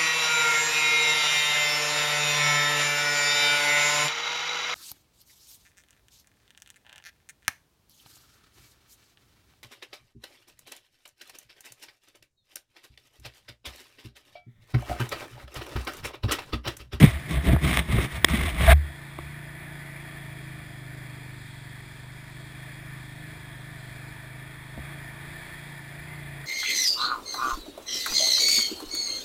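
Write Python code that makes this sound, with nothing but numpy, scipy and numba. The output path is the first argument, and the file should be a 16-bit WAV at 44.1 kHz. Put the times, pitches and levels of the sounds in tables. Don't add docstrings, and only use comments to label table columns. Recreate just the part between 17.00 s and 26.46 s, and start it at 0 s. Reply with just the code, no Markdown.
import sys
import numpy as np
from scipy import signal
from scipy.fft import rfft, irfft, next_fast_len
from scipy.io import wavfile
from scipy.ndimage import uniform_filter1d
from numba import njit

SR = 44100
rng = np.random.default_rng(int(sys.argv[2]) if len(sys.argv) > 2 else 0)


def persist_wave(psi):
    counts = np.round(np.clip(psi, -1, 1) * 32767).astype(np.int16)
    wavfile.write(sys.argv[1], SR, np.atleast_2d(counts).T)


def ratio(d):
    e = np.asarray(d, float) / 20
    return 10 ** e


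N = 417186
HAND_N = int(2.45 * SR)
STRIKE_T = np.arange(8000) / SR
IDLE_HZ = 25.65
SWAY_HZ = 73.5


def level(x, db):
    return x * ratio(db) / np.sqrt(np.mean(x ** 2))


@njit
def svf(x, hz, width):
    y, b, l = np.empty(len(x)), 0., 0.
    g, k = np.tan(np.pi * hz / SR), width / hz
    for i in range(len(x)):
        v = (b + g * (x[i] - l)) / (1 + g * (g + k))
        b, l, y[i] = 2 * v - b, l + 2 * g * v, k * v
    return y


def ring(x, modes):
    out = 0
    for k, (hz, width, db) in enumerate(modes):
        out = out + (-1) ** k * ratio(db) * svf(x, 1. * hz, 1. * width)
    return out


def walk(rate, size=N):
    steps = np.repeat(rng.standard_normal(int(size * rate / SR) + 2), repeats=8)
    slewed = uniform_filter1d(uniform_filter1d(steps, size=8), size=8)
    return 1.3 * np.interp(np.arange(size) * 8 * rate / SR, np.arange(len(slewed)), slewed)


def grit(rate, scatter_db, size=N):
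    out, at = np.zeros(size), rng.integers(0, size, int(rate * size / SR))
    out[at] = rng.standard_normal(len(at)) * ratio(scatter_db * rng.exponential(size=len(at)))
    return level(out, 0)


def curves(rows, size=N):
    t, *columns = np.transpose(rows)
    return [np.interp(np.arange(size) / SR, t, column) for column in columns]


def noise_bands(modes, beat, modulation):
    drive = (1 + 0.039 * beat) * (rng.standard_normal((2, N)) + 0.2 * grit(1500, scatter_db=2.5))
    out = 0
    for k, (hz, width, db) in enumerate(modes):
        band = svf(svf(drive[k % 2], 1. * hz, 1.64 * width), 1. * hz, 1.64 * width)
        band = level(band * modulation(hz), db)
        out = out + band * np.sqrt(width / 300) * (1 + .14 * walk(9))
    return out


# f/Hz, bandwidth/Hz, level/dB
SPLASH = [(3348, 157, -6.5), (3620, 390, -12.5), (4310, 440, -14.5), (4810, 310, -15.5), (5120, 750, -22)]


def creek(beat, clatter_db):
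    splash_db = -57 + .6 * walk(4)
    return noise_bands(SPLASH, beat, lambda hz: ratio(splash_db - clatter_db))


# f/Hz, bandwidth/Hz,
# level/dB
CLATTER = [(25, 69, -4), (76, 29, 0.5), (199, 65, -7.5), (319, 110, -5.5), (668, 104, -4), (926, 110, -5.5),
           (1190, 170, -7.5), (1530, 120, -4.5), (1774, 134, 1.5), (1990, 310, -3), (2314, 176, -3)]


def valve_gear(beat):
    putt = 1 + .5 * beat
    return noise_bands(CLATTER, beat, lambda hz: putt if 100 < hz < 500 else 1)


def gear_whine(cycles):
    teeth_per_firing, whine_db = 68.5, -7.5
    jitter = np.cumsum(0.0902 * rng.standard_normal(N))
    mesh = np.cos(2 * np.pi * teeth_per_firing * cycles + jitter)
    return mesh * ratio(whine_db + 3.1 * walk(7.6) + 3.9 * walk(60))


# multiple of firing rate, level/dB
FIRING = [(1, -21), (2, -13), (3, -16), (4, -11), (5, 0), (6, -4), (7, -23), (8, -17), (9, -24), (10, -23),
          (11, -20), (12, -13.5), (13, -25), (14, -28), (15, -27), (16, -29)]


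def exhaust(hz, cycles):
    pipe_hz, silencer_hz, width_hz = 143, 324, 24
    out = 0
    for k, db in FIRING:
        waver = walk(9)
        lag = 2.8 - 1.9 * max(abs(k - 5) - 1, 0)
        mode_hz = pipe_hz if k < 9 else silencer_hz
        gain = np.hypot(width_hz, k * IDLE_HZ - mode_hz) / np.hypot(width_hz, k * hz - mode_hz)
        phase = 2 * np.pi * k * (cycles - .2) - lag + 0.026 * k * waver[::-1]
        out = out + ratio(db) * gain * (1 + 0.19 * waver) * np.cos(phase)
    return level(out, 0)


# t/s, firing rate f/Hz, exhaust level/dB
RIDE = [(1.95, 27.8, -46), (2.4, 28.8, -42.5), (2.9, 28.6, -43.5), (3.3, 27.2, -42), (3.65, 25.8, -42),
        (4.3, 25.1, -41.5), (4.55, 23.8, -43), (4.9, 24.3, -43.5), (5.65, 26.2, -43), (6.3, 25.4, -41.5),
        (6.9, 25.1, -43), (7.7, 26.4, -44), (7.9, 28.2, -42.5), (8.1, 26.8, -43), (8.5, 29.3, -45),
        (8.85, 27.8, -45), (9.1, 29.5, -43), (9.46, 27.3, -44)]


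def engine_and_water():
    hz, exhaust_db = curves(RIDE)
    hz = hz + .38 * np.cos(2 * np.pi * 2.51 * (np.arange(N) / SR - 3.12))
    clatter_db = -48.7 + .8 * (hz - IDLE_HZ) + .6 * walk(6)
    cycles = np.cumsum(hz * (1 + 0.00202 * walk(14))) / SR
    beat = np.cos(2 * np.pi * (cycles - .35))
    bed = creek(beat, clatter_db) + valve_gear(beat) + gear_whine(cycles)
    return exhaust(hz, cycles) * ratio(exhaust_db) + bed * ratio(clatter_db - 1.5)


# t/s, level/dB
NUDGES = [
    (4.1, -51),
    (6.9, -43),
    (7.776, -36),
    (9.0, -44),
]


def mount_bumps():
    out, t = np.zeros(N), STRIKE_T
    for s, db in NUDGES:
        i = int(s * SR)
        out[i:i + len(t)] += ratio(db) * np.sin(2 * np.pi * SWAY_HZ * t) * np.exp(-t / .05)
    return out


# f/Hz, bandwidth/Hz, level/dB
HOUSING = [(655, 180, -4), (1138, 165, -2.5), (2090, 352, 0), (3597, 596, -5.5), (5600, 1200, -22.5),
           (362, 45, -1.5)]


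def strikes(rows):
    out, t = np.zeros(N), STRIKE_T
    for s, crack_db, thud_db, hz, thud_hz in rows:
        rattle = rng.standard_normal(len(t)) * np.exp(-(t * 1000 / 3) ** 3)
        spot = [(hz, 1.5 * hz, 0)]
        crack = ring(ring(ring(rattle, HOUSING), spot), spot)
        thud = np.sin(2 * np.pi * thud_hz * t) * t * np.exp(-t * thud_hz * 0.91)
        blow = crack / abs(crack).max() + ratio(thud_db + 5.5) * thud / abs(thud).max()
        i = int(s * SR)
        out[i:i + len(t)] += ratio(crack_db) * blow
    return out


# t/s, crack level/dB, relative thud level/dB, wall f/Hz, thud f/Hz
JOLTS = [
    (2.186, -23, -15, 800, 336),
    (7.775, -34.5, -5, 500, 226),
    (7.786, -42, -10, 720, 243),
    (7.79, -40, -6, 720, 323),
]


def stones():
    return strikes(JOLTS)


# f/Hz, level/dB
SNAP = [(1870, -5), (2160, -10.5), (3315, -7), (3730, -12), (5060, -25), (5050, -24), (1090, -15),
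        (303, -11), (620, -16)]


def latch():
    out, t = np.zeros(N), STRIKE_T
    contact_ms, decay_ms = 2.43, 0.88
    envelope = np.clip(t * 4000, 0, 1) * np.exp(-np.clip(t * 1000 - contact_ms, 0, None) / decay_ms)
    tones = sum(ratio(db) * np.sin(2 * np.pi * hz * t + 1.48 * k) for k, (hz, db) in enumerate(SNAP))
    rasp = ratio(-11) * ring(rng.standard_normal(len(t)), [(4800, 3400, 0)])
    i = int(1.2451 * SR)
    out[i:i + len(t)] += envelope * (tones + rasp)
    return out


# t/s, crack level/dB, relative thud level/dB, wall f/Hz, thud f/Hz
KNOCKS = [(0.027, -11, 3, 2020, 131), (0.06, -16.5, -4, 2060, 111), (0.308, -29, 3.5, 2040, 165),
          (0.535, -26, -6, 2060, 110), (0.562, -17.5, -15, 657, 152), (0.649, -18.5, -8, 2150, 173),
          (0.729, -17, -12, 2210, 143), (0.889, -32.5, -3, 401, 128.6), (0.931, -25, 4.5, 743, 115.5),
          (0.984, -16.5, -13, 401, 108), (1.174, -33.5, -1.5, 659, 108), (1.285, -16, -22, 2120, 332),
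          (1.334, -22.5, 0, 2060, 220), (1.607, -21.5, -4, 652, 109), (1.666, -20, -12, 2070, 113),
          (1.718, -8.5, -22, 1640, 145)]


def knocks():
    return strikes(KNOCKS)


# start t/s, end t/s, first scrape level/dB, last scrape level/dB, relative flex level/dB
WIPES = [(0, 0.045, -24.5, -22, -10), (0.032, .036, -29.5, -23, 15), (0.064, 0.164, -29.5, -42, -6),
         (0.311, 0.382, -31.5, -33.5, 6.5), (0.46, 0.494, -32.5, -30.5, 9), (0.534, 0.537, -28, -30.5, 11),
         (0.643, 0.717, -27, -28.5, 5), (0.728, 0.797, -30.5, -27.5, 2.5), (0.903, 0.966, -33.5, -31, 8.5),
         (0.986, 1.052, -30.5, -29.5, 5.5), (1.126, 1.166, -38, -31.5, -6), (1.298, 1.355, -30, -29.5, -1),
         (1.368, 1.495, -32, -31.5, -1), (1.506, 1.586, -38.5, -34.5, -2), (1.603, 1.669, -28, -26.5, -1),
         (1.684, 1.712, -22.5, -22.5, -10), (1.721, 1.726, -18, -17, -18)]
# widest swing t/s, level/dB, build-up t/s
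SHOVES = [(.035, -21, 0.018), (.075, -26, 0.018), (.165, -27.5, 0.036), (.39, -21.5, 0.046),
          (.505, -15.5, 0.028), (.56, -17, .02), (.66, -26, 0.03), (.73, -28.5, .04), (.8, -24, .03),
          (.91, -23, 0.017), (1.0, -23, 0.055), (1.15, -31, 0.017), (1.25, -31, 0.017), (1.34, -24, .03),
          (1.395, -26.5, 0.018), (1.44, -26.5, .03), (1.485, -25, 0.033), (1.55, -30, .03),
          (1.61, -24, 0.047), (1.65, -22, .02), (1.695, -10.5, .014), (1.734, -12, 0.044),
          (2.259, -43.5, .08)]


def contact():
    t = np.arange(HAND_N) / SR
    lift_db = 2500 * np.clip(t - 1.732, 0, None)
    scrape = ratio(-47 - lift_db) ** 2 + 1e-10
    flex, sway = scrape * ratio(5.5), 1e-7
    bite_db_s, release_db_s = 453, 612
    for start, end, first_db, last_db, flex_db in WIPES:
        db = np.interp(t, [start, end], [first_db, last_db]) - lift_db
        db = db - bite_db_s * np.clip(start - t, 0, None) - release_db_s * np.clip(t - end, 0, None)
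        scrape = scrape + ratio(db) ** 2
        flex = flex + ratio(db + flex_db) ** 2
    free_db_s, gripped_db_s = 174, 398
    for s, db, build_s in SHOVES:
        loss = free_db_s if s > 1.7 else gripped_db_s
        build_db = 7.6 * (np.clip(s - t, 0, None) / build_s) ** 2
        sway = sway + ratio(db - build_db - loss * np.clip(t - s, 0, None)) ** 2
    scrape_db, flex_db, sway_db = (10 * np.log10(p) for p in (scrape, flex, sway))
    creak_db = -14 + 0.57 * (sway_db - scrape_db) + 0.5 * (sway_db + 26.5)
    return scrape_db, flex_db, sway_db, np.clip(creak_db, -20, 1.5)


# f/Hz, bandwidth/Hz, level/dB
CREAK = [(669, 31, 4.5), (1660, 240, -8.5)]


def friction(creak_db):
    rub = rng.standard_normal(HAND_N) + 0.57 * grit(2000, scatter_db=3.0, size=HAND_N)
    rub = rub * ratio(1.32 * walk(70.0, size=HAND_N) + 1.04 * walk(200, size=HAND_N))
    walls = ring(ring(rub, HOUSING), [(1700, 3900, 0)])
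    creak = ring(ring(rub[::-1].copy(), CREAK), [(1000, 2100, 0)])
    hiss = ring(ring(rub, [(5400, 1400, 0)]), [(5400, 1400, 0)])
    return level(walls, -1.05) + level(creak, 0.7) * ratio(creak_db) + level(hiss, -37.5) * ratio(-.9 * creak_db)


def mount_sway(held):
    hz = SWAY_HZ * (1 + held * (.09 * walk(34.78, size=HAND_N) - .08))
    turn = 2 * np.pi * np.cumsum(hz) / SR
    return (np.sin(turn) + 0.094 * np.cos(2 * turn)) * ratio(3.5 + held * walk(30.3, size=HAND_N))


# f/Hz, bandwidth/Hz, level/dB
FLEX = [(132, 71, -2), (198.4, 92, -4), (294, 118, -8)]


def wiping():
    scrape_db, flex_db, sway_db, creak_db = contact()
    push = ratio(2.8 * walk(30.0, size=HAND_N)) * rng.standard_normal(HAND_N)
    flex = level(ring(ring(push, FLEX), [(166, 200, 0)]), -1.0)
    shove = level(ring(ring(push, [(42, 26, 0)]), [(42, 26, 0)]), -9.5)
    held = np.clip((scrape_db + 49.5) / 15, 0, 1)
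    hand = friction(creak_db) * ratio(scrape_db) + flex * ratio(flex_db)
    hand = hand + (mount_sway(held) + held * shove) * ratio(sway_db)
    return np.pad(hand, (0, N - HAND_N))


def scene():
    background = engine_and_water() + mount_bumps() + stones()
    return (background + latch() + knocks() + wiping())[None]


def band_limit(x):
    return signal.sosfilt(signal.butter(12, 16430, fs=SR, output="sos"), x)


def record(dry):
    clock_hz, top_hz = 12000, 15340
    x = signal.sosfilt(signal.butter(6, 6100, fs=SR, output="sos"), np.clip(dry, -1, 1))
    sampled = x * (1 + 2 * np.cos(2 * np.pi * clock_hz * np.arange(N) / SR))
    n = next_fast_len(N)
    hz = np.arange(n // 2 + 1) * SR / n
    response = np.sinc(hz / clock_hz) * np.where(hz < top_hz, 1, .004)
    held = irfft(rfft(sampled, n) * response, n)[:, :N]
    return band_limit(np.clip(held, -1, 1))


dry = scene()
out = record(dry)
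persist_wave(out)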